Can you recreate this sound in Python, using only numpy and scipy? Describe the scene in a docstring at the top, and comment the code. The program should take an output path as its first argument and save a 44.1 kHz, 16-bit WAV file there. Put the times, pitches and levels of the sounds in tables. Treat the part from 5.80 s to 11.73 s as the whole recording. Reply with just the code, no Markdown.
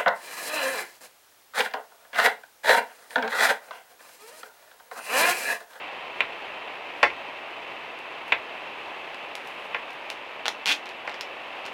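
"""Inside the small padded cabin of a parked van, heavy rain drums on the metal roof.
The rain is random impacts that ring damped panels, over a wash of noise.
Close by, a knife crunches through garlic (swells of tiny breaks) and knocks four times on a wooden
board (damped modes and noise bursts). Then the blade snaps and rasps into a plastic food bag, which
crinkles in the hand: flutter bursts with ringing crease, skin and blade, repeated fast in the rasp."""
import sys
import numpy as np
from scipy import signal
from scipy.fft import rfft, irfft
from scipy.io import wavfile

SR = 44100
rng = np.random.default_rng(int(sys.argv[2]) if len(sys.argv) > 2 else 0)


def materialize(psi):
    """Save the field psi as 16-bit PCM at rate SR to the path in sys.argv[1].

    A 1-D psi becomes a single channel; in a 2-D psi each row is a channel.
    """
    bounded = np.clip(np.atleast_2d(psi).T, -1, 1)
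    quanta = np.round(bounded * 32767).astype(np.int16)
    wavfile.write(sys.argv[1], SR, quanta)


N = 261513  # length in samples

# spectrum of rain heard through roof and lining: frequency_hz, relative_level_db
ROOF_SPECTRUM = [(30, -30), (90, -23.5), (200, -13), (450, -3), (700, 0.5), (1020, .5), (1500, -6),
                 (2200, -3), (2600, -0.5), (3100, -8), (4200, -19.5), (5000, -26.5), (8000, -37.5),
                 (15500, -45)]
# strength of the shower: time_s, level_db
SHOWER_LEVEL = [(0.0, -37), (2.29, -38), (2.94, -37), (5.05, -39), (5.93, -37)]
# reflections from worktop, window and roof: delay_s, relative_gain
ECHOES = [(.0014, 0.19), (.0031, -0.43), (.0062, .25), (.0084, 0.18)]
# cabin reverberation, nominal decay by 60 dB: frequency_hz, t60_s
CABIN_DECAY = [(100, 0.37), (400, 0.16), (2500, 0.12), (6000, 0.17), (14000, .16)]

# modes of the cutting board on the worktop: frequency_hz, relative_level_db, t60_s
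BOARD_MODES = [(336, -9, 0.2), (480, -6.5, 0.1), (576, 2, 0.07), (708, -2, 0.083), (836, -1, 0.057),
               (890, 2, 0.075), (1070, 5, 0.028), (1163, -3.5, 0.06), (1340, -1, 0.074), (1416, 0.5, 0.048),
               (1595, 7, 0.07), (1730, 2, 0.067), (1760, 1.5, 0.061), (1880, 10, 0.078), (2040, 7, .1),
               (2182, 3, 0.14), (2256, -2, 0.048), (2330, -9, 0.026), (2626, 1, .07), (2970, -5, 0.059),
               (3484, -4, 0.079), (4500, -18, .04)]
# spectrum of the blade's clack: frequency_hz, relative_level_db
CLACK_SPECTRUM = [(100, -41.5), (400, -16.5), (1100, -11), (1600, -15.5), (2100, -1), (2500, 3.5),
                  (2900, -7), (3900, -16.5), (5000, -38.5), (8000, -71), (16000, -46)]
# spectrum of the dull push into the worktop: frequency_hz, relative_level_db
THUD_SPECTRUM = [(25, -18), (70, -4), (200, -6.5), (400, 10.5), (900, -41), (4000, -65)]
# spectrum of the steel edge biting into wood: frequency_hz, relative_level_db
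BITE_SPECTRUM = [(200, -18), (1500, 6), (3400, -7), (4500, 4.5), (5700, -0.5), (6500, -11), (8000, -13),
                 (11000, -24), (16000, -33)]
# blows on the board: start_s, board_db, board_tilt_db_per_octave, clack_db, thud_db, bite_db
BLOWS = [(0.4054, 12, .5, 22.5, -2.5, -13), (1.2293, 29.5, -2.3, 22.5, 3, 2.5),
         (1.2366, 12, 8, 14.5, 4, -18), (1.302, 2, -3, 4, -6, -25), (2.5216, 18, -0.5, 24.5, 0.5, -14),
         (3.9456, 14, -1.5, 12.5, -4, -20), (5.2752, 11, -3, 6, -7, -15)]

# spectrum of crisp breaks in garlic: frequency_hz, relative_level_db
GARLIC_SPECTRUM = [(200, -45), (1200, -10), (2500, 8.5), (4000, 1.5), (5500, -3.5), (7500, -11),
                   (11000, -13), (16000, -26)]
# garlic breaking under the blade: start_s, level_db, tilt_db_per_octave
GARLIC_CRACKS = [(2.189, -23.5, 3), (2.4803, -28, 7), (3.3453, -14, -4), (3.5535, -5.5, 0),
                 (3.6735, -20, 5), (4.1057, -21.5, 2), (4.1311, -30, 6), (4.3015, -2.5, -1.5)]
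# the blade crunches down through the clove before each blow, louder before a hard one
SLICE_S, SLICE_RE_CLACK_DB, SLICE_TILT_DB = .07, -86, 4  # tilt in dB per octave
# one slow cut through a tough clove
SLOW_CUT_AT_S, SLOW_CUT_S, SLOW_CUT_DB = 3.53, .43, -62

# spectrum of taut plastic film giving way: frequency_hz, relative_level_db
FILM_SPECTRUM = [(80, -54), (170, -34), (280, -19), (420, -16), (850, -5.5), (1250, -6.5), (2000, -3.5),
                 (2600, 0.5), (3500, -2), (4400, -7), (5600, -11), (8000, -21.5), (12500, -28),
                 (16000, -39)]
# modes of the blade, damped by the hand and the film: frequency_hz, relative_level_db, t60_s
BLADE_MODES = [(2722, -10, .1), (3123, -11, .1), (3391, -12, .11), (3659, -8, .13), (4228, -13, .12),
               (5200, -19, .08)]
# modes of the taut bag as a drum skin: frequency_hz, relative_level_db, t60_s
SKIN_MODES = [(892, -9.5, 0.056), (1560, -8, .03), (2497, -1.5, 0.014)]
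# the bag snapping at the knife point and in the hand:
# start_s, level_db, tilt_db_per_octave, crease_pitch_hz
BAG_SNAPS = [(4.6564, 6, -2.5, 3100), (4.6638, 6.5, -3, 3100), (4.6812, 15.5, -1, 2800),
             (5.058, -6, -1, 3500), (5.0915, -8.5, 1, 3780), (5.295, -5, -3, 3600), (5.343, -6.5, -5, 4600),
             (5.41, 2.5, 2.5, 5200), (5.854, -9, 0, 4530), (5.8631, -2.5, 1, 3860)]
# a brighter snap rings its crease harder and its taut skin less
CREASE_DB_PER_TILT, SKIN_DB_PER_TILT = 1.5, -2
# the film crinkles around each snap, a little more around a strong one
CRINKLE_LEAD_S, CRINKLE_S, CRINKLE_TILT_DB = .014, .055, -3.5
CRINKLE_DB, CRINKLE_DB_PER_DB = -48, .15  # level beside a 0 dB snap; rise per dB of snap
# one pull of the blade through the film: it speeds up, holds, then breaks free and trails off
PULL_AT_S, SPEED_UP_S, PULL_S, TRAIL_S = 4.8583, .049, .071, .035
FIRST_SLIPS_PER_S, TOP_SLIPS_PER_S = 122, 315
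# fast slips are smaller than slow ones
PULL_DB, FAST_SLIP_DB, BREAK_FREE_DB, TRAIL_DB_PER_S = 10.3, -3, -9, -300
# the bag's drum note, slack and pulled tight
SLACK_HZ, TIGHT_HZ, SLACK_DB, TIGHT_DB = 215, 285, -9, 3

EDGE_HZ = 16200  # upper band limit


def amp(db):
    """Level: converts decibels to an amplitude ratio."""
    return 10 ** (np.asarray(db) / 20)


def unit(x):
    """Normalisation: scales a signal to an rms of 1."""
    return x / np.sqrt(np.mean(x ** 2) + 1e-20)


def read(points, hz):
    """Interpolation: reads a table along a logarithmic frequency axis."""
    f, value = np.transpose(points)
    return np.interp(np.log(hz + 1), np.log(f + 1), value)


def add(mix, start_s, sound):
    """Superposition: adds a sound into the mix, in place, from its start time."""
    part = mix[max(round(start_s * SR), 0):][:len(sound)]
    part += sound[:len(part)]


def click(spectrum, tilt_db=0, size=4096):
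    """Minimum phase: the causal pulse with a given spectrum, tilted in dB per octave about 3.5 kHz."""
    hz = abs(np.fft.fftfreq(size, 1 / SR))
    octaves = np.log2(np.maximum(hz, 500) / 3500)  # the tilt stops below 500 Hz
    log_gain = np.log(amp(read(spectrum, hz) + tilt_db * octaves))
    # the Hilbert transform of the log gain supplies the phase
    response = np.exp(np.conj(signal.hilbert(log_gain)))
    return np.fft.ifft(response).real[:size // 2]


def patter(length, per_s, spread_db):
    """Random point process: impulses of either sign, uneven in size, at a mean rate."""
    size = amp(spread_db * np.minimum(rng.exponential(1, length), 4))
    sign = rng.choice([-1, 1], length)
    struck = rng.random(length) < per_s / SR
    return size * sign * struck


def scatter(t60, size=4096):
    """Diffuse decay: a dense dying burst of energy 1 that favours no pitch; t60 is nominal."""
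    age = np.arange(size) / SR / t60
    burst = rng.standard_normal(size) * np.exp(-np.log(1000) * age)
    # keep only the phase, which flattens the spectrum, then fade what is left late
    flat = irfft(np.exp(1j * np.angle(rfft(burst))))
    faded = flat * np.exp(-(2 * age) ** 2)
    return faded / np.linalg.norm(faded)


def burst(spectrum, t60, tilt_db=0):
    """Excitation and response: a coloured pulse smeared into a short diffuse decay."""
    return signal.fftconvolve(click(spectrum, tilt_db), scatter(t60))


def ring(modes, tilt_db=0, rise_s=0.0003):
    """Modal superposition: one impulse sets off damped modes, neighbours in opposite senses."""
    t = np.arange(SR // 4) / SR
    hz, db, t60 = np.transpose(modes)[:, :, None]
    decay = np.log(1000) / t60
    # height grows with damping, so that a level sets the spectral peak; tilt turns about 1 kHz
    height = amp(db + tilt_db * np.log2(hz / 1000)) * 2 * decay / SR
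    sense = np.where(np.arange(len(hz)) % 2, -1, 1)
    swings = height * np.exp(-decay * t) * np.sin(2 * np.pi * hz * t)
    return sense @ swings * (1 - np.exp(-t / rise_s))


def crackle(length_s, db, spectrum, tilt_db, grains_per_s, spread_db):
    """Granular fracture: a swell of tiny breaks in one material."""
    n = round(length_s * SR)
    impulses = patter(SR, grains_per_s, spread_db)[:n]
    grains = signal.fftconvolve(impulses, click(spectrum, tilt_db))[:n]
    return amp(db) * unit(grains) * signal.windows.tukey(n, .6)


def rain(drops_per_s=260, spread_db=2.5, panel_t60=0.032, wash_db=-2, count=12):
    """Impact excitation of damped panels, each ringing its own way, over a wash of countless small drops."""
    t = np.arange(SR // 8) / SR
    drops = np.zeros(N)
    for _ in range(count):
        panel = rng.standard_normal(len(t)) * np.exp(-np.log(1000) * t / panel_t60)
        impacts = patter(N + len(t), drops_per_s, spread_db)
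        drops += signal.oaconvolve(impacts, unit(panel), "valid")[:N]
    drumming = unit(drops) + amp(wash_db) * rng.standard_normal(N)
    inside = signal.oaconvolve(drumming, click(ROOF_SPECTRUM))[:N]
    level_db = np.interp(np.arange(N) / SR, *np.transpose(SHOWER_LEVEL))
    return unit(inside) * amp(level_db)


def cabin(x, echo_db, tail_db, gap_s=.005):
    """Room response: close reflections and a short tail, whose decay depends on frequency."""
    longest = max(t60 for _, t60 in CABIN_DECAY)
    hz, t, z = signal.stft(scatter(longest, size=16384), SR, nperseg=256)
    # the tail already dies at the longest rate: add only the remaining damping
    damping = np.log(1000) * (1 / read(CABIN_DECAY, hz) - 1 / longest)
    tail = signal.istft(z * np.exp(-damping[:, None] * t), SR, nperseg=256)[1]
    response = signal.unit_impulse(len(tail))  # the direct sound
    add(response, gap_s, amp(tail_db) * tail / np.linalg.norm(tail))
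    for delay_s, gain in ECHOES:
        add(response, delay_s, amp(echo_db) * np.array([gain]))
    return signal.oaconvolve(x, response)[:N]


def garlic(break_t60=.008, grains_per_s=600, spread_db=3.5):
    """Brittle fracture: the clove crunches softly under the blade and now and then splits with a crack."""
    def crunch(length_s, db):
        """Granular fracture: a swell of breaks in the clove."""
        return crackle(length_s, db, GARLIC_SPECTRUM, SLICE_TILT_DB, grains_per_s, spread_db)

    out = np.zeros(N)
    add(out, SLOW_CUT_AT_S, crunch(SLOW_CUT_S, SLOW_CUT_DB))
    for start_s, _, _, clack_db, _, _ in BLOWS:
        add(out, start_s - SLICE_S, crunch(SLICE_S, clack_db + SLICE_RE_CLACK_DB))
    for start_s, db, tilt_db in GARLIC_CRACKS:
        add(out, start_s, amp(db) * burst(GARLIC_SPECTRUM, break_t60, tilt_db))
    return out


def knocks(chatter_t60=0.027, thud_t60=.11, bite_t60=0.034):
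    """Impact: the edge bites the wood, the blade chatters, the board rings and the worktop thuds."""
    out = np.zeros(N)
    # a hard chop lands twice, tip then heel, and settles with a light tap;
    # the last blow is a soft bump of the hand
    for start_s, board_db, tilt_db, clack_db, thud_db, bite_db in BLOWS:
        add(out, start_s, amp(board_db) * ring(BOARD_MODES, tilt_db, rise_s=0.0012))
        add(out, start_s, amp(clack_db) * burst(CLACK_SPECTRUM, chatter_t60))
        add(out, start_s, amp(thud_db) * burst(THUD_SPECTRUM, thud_t60))
        add(out, start_s, amp(bite_db) * burst(BITE_SPECTRUM, bite_t60))
    return out


def snap(tilt_db, skin_db, blade_db, crease_hz, crease_db, crease_t60, flutter_t60=0.0042):
    """Release of tension: the film flutters briefly; the crease, the taut skin and the blade ring."""
    skin = amp(skin_db) * ring(SKIN_MODES)
    blade = amp(blade_db) * ring(BLADE_MODES)
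    out = skin + blade + ring([(crease_hz, crease_db, crease_t60)])
    add(out, 0, burst(FILM_SPECTRUM, flutter_t60, tilt_db))
    return out


def bag(crease_db=0, crease_t60=.005):
    """Buckling film: it crinkles and gives way in single snaps; the bright ones barely move the bag."""
    out = np.zeros(N)
    for start_s, db, tilt_db, crease_hz in BAG_SNAPS:
        sound = snap(tilt_db, skin_db=-2 + SKIN_DB_PER_TILT * tilt_db, blade_db=-7, crease_hz=crease_hz,
                     crease_db=crease_db + CREASE_DB_PER_TILT * max(tilt_db, 0), crease_t60=crease_t60)
        add(out, start_s, amp(db) * sound)
        crinkle_db = CRINKLE_DB + CRINKLE_DB_PER_DB * db
        crinkle = crackle(CRINKLE_S, crinkle_db, FILM_SPECTRUM, CRINKLE_TILT_DB,
                          grains_per_s=700, spread_db=4)
        add(out, start_s - CRINKLE_LEAD_S, crinkle)
    return out


def rasp(uneven_db=1, tilt_db=0.25, drum_t60=.022):
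    """Stick-slip: each slip snaps the film and drums the bag, whose pitch rises as it is pulled tight."""
    out, t = np.zeros(N), 0
    while t < PULL_S + TRAIL_S:
        tension = min(t / SPEED_UP_S, 1)
        free_s = max(t - PULL_S, 0)  # time since the blade broke free
        level_db = PULL_DB + FAST_SLIP_DB * tension
        level_db += BREAK_FREE_DB * (free_s > 0) + TRAIL_DB_PER_S * free_s
        drum_hz = SLACK_HZ + (TIGHT_HZ - SLACK_HZ) * tension
        drum_db = SLACK_DB + (TIGHT_DB - SLACK_DB) * tension
        slip = snap(tilt_db, skin_db=7.5, blade_db=2, crease_hz=3290, crease_db=1.5, crease_t60=0.006)
        slip += ring([(drum_hz, drum_db, drum_t60)], rise_s=0.006)
        add(out, PULL_AT_S + t, amp(level_db + uneven_db * rng.standard_normal()) * slip)
        speed = tension * (1 - free_s / TRAIL_S)
        t += 1 / (FIRST_SLIPS_PER_S + (TOP_SLIPS_PER_S - FIRST_SLIPS_PER_S) * speed)
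    return out


def scene():
    """Superposition of sources: rain overhead, kitchen work in front."""
    chopping = cabin(knocks() + garlic(), echo_db=-8, tail_db=-6)
    opening = cabin(bag() + rasp(), echo_db=-3, tail_db=-7.5)
    return (rain() + chopping + opening)[None]


def record(dry):
    """Soft saturation rounds off the loudest peaks; a low-pass filter then limits the band."""
    ceiling = .9
    rounded = ceiling * np.tanh(dry / ceiling)
    low_pass = signal.firwin(401, EDGE_HZ, window=("kaiser", 9), fs=SR)
    return signal.oaconvolve(rounded, low_pass[None], "same")


dry = scene()
out = record(dry)
materialize(out)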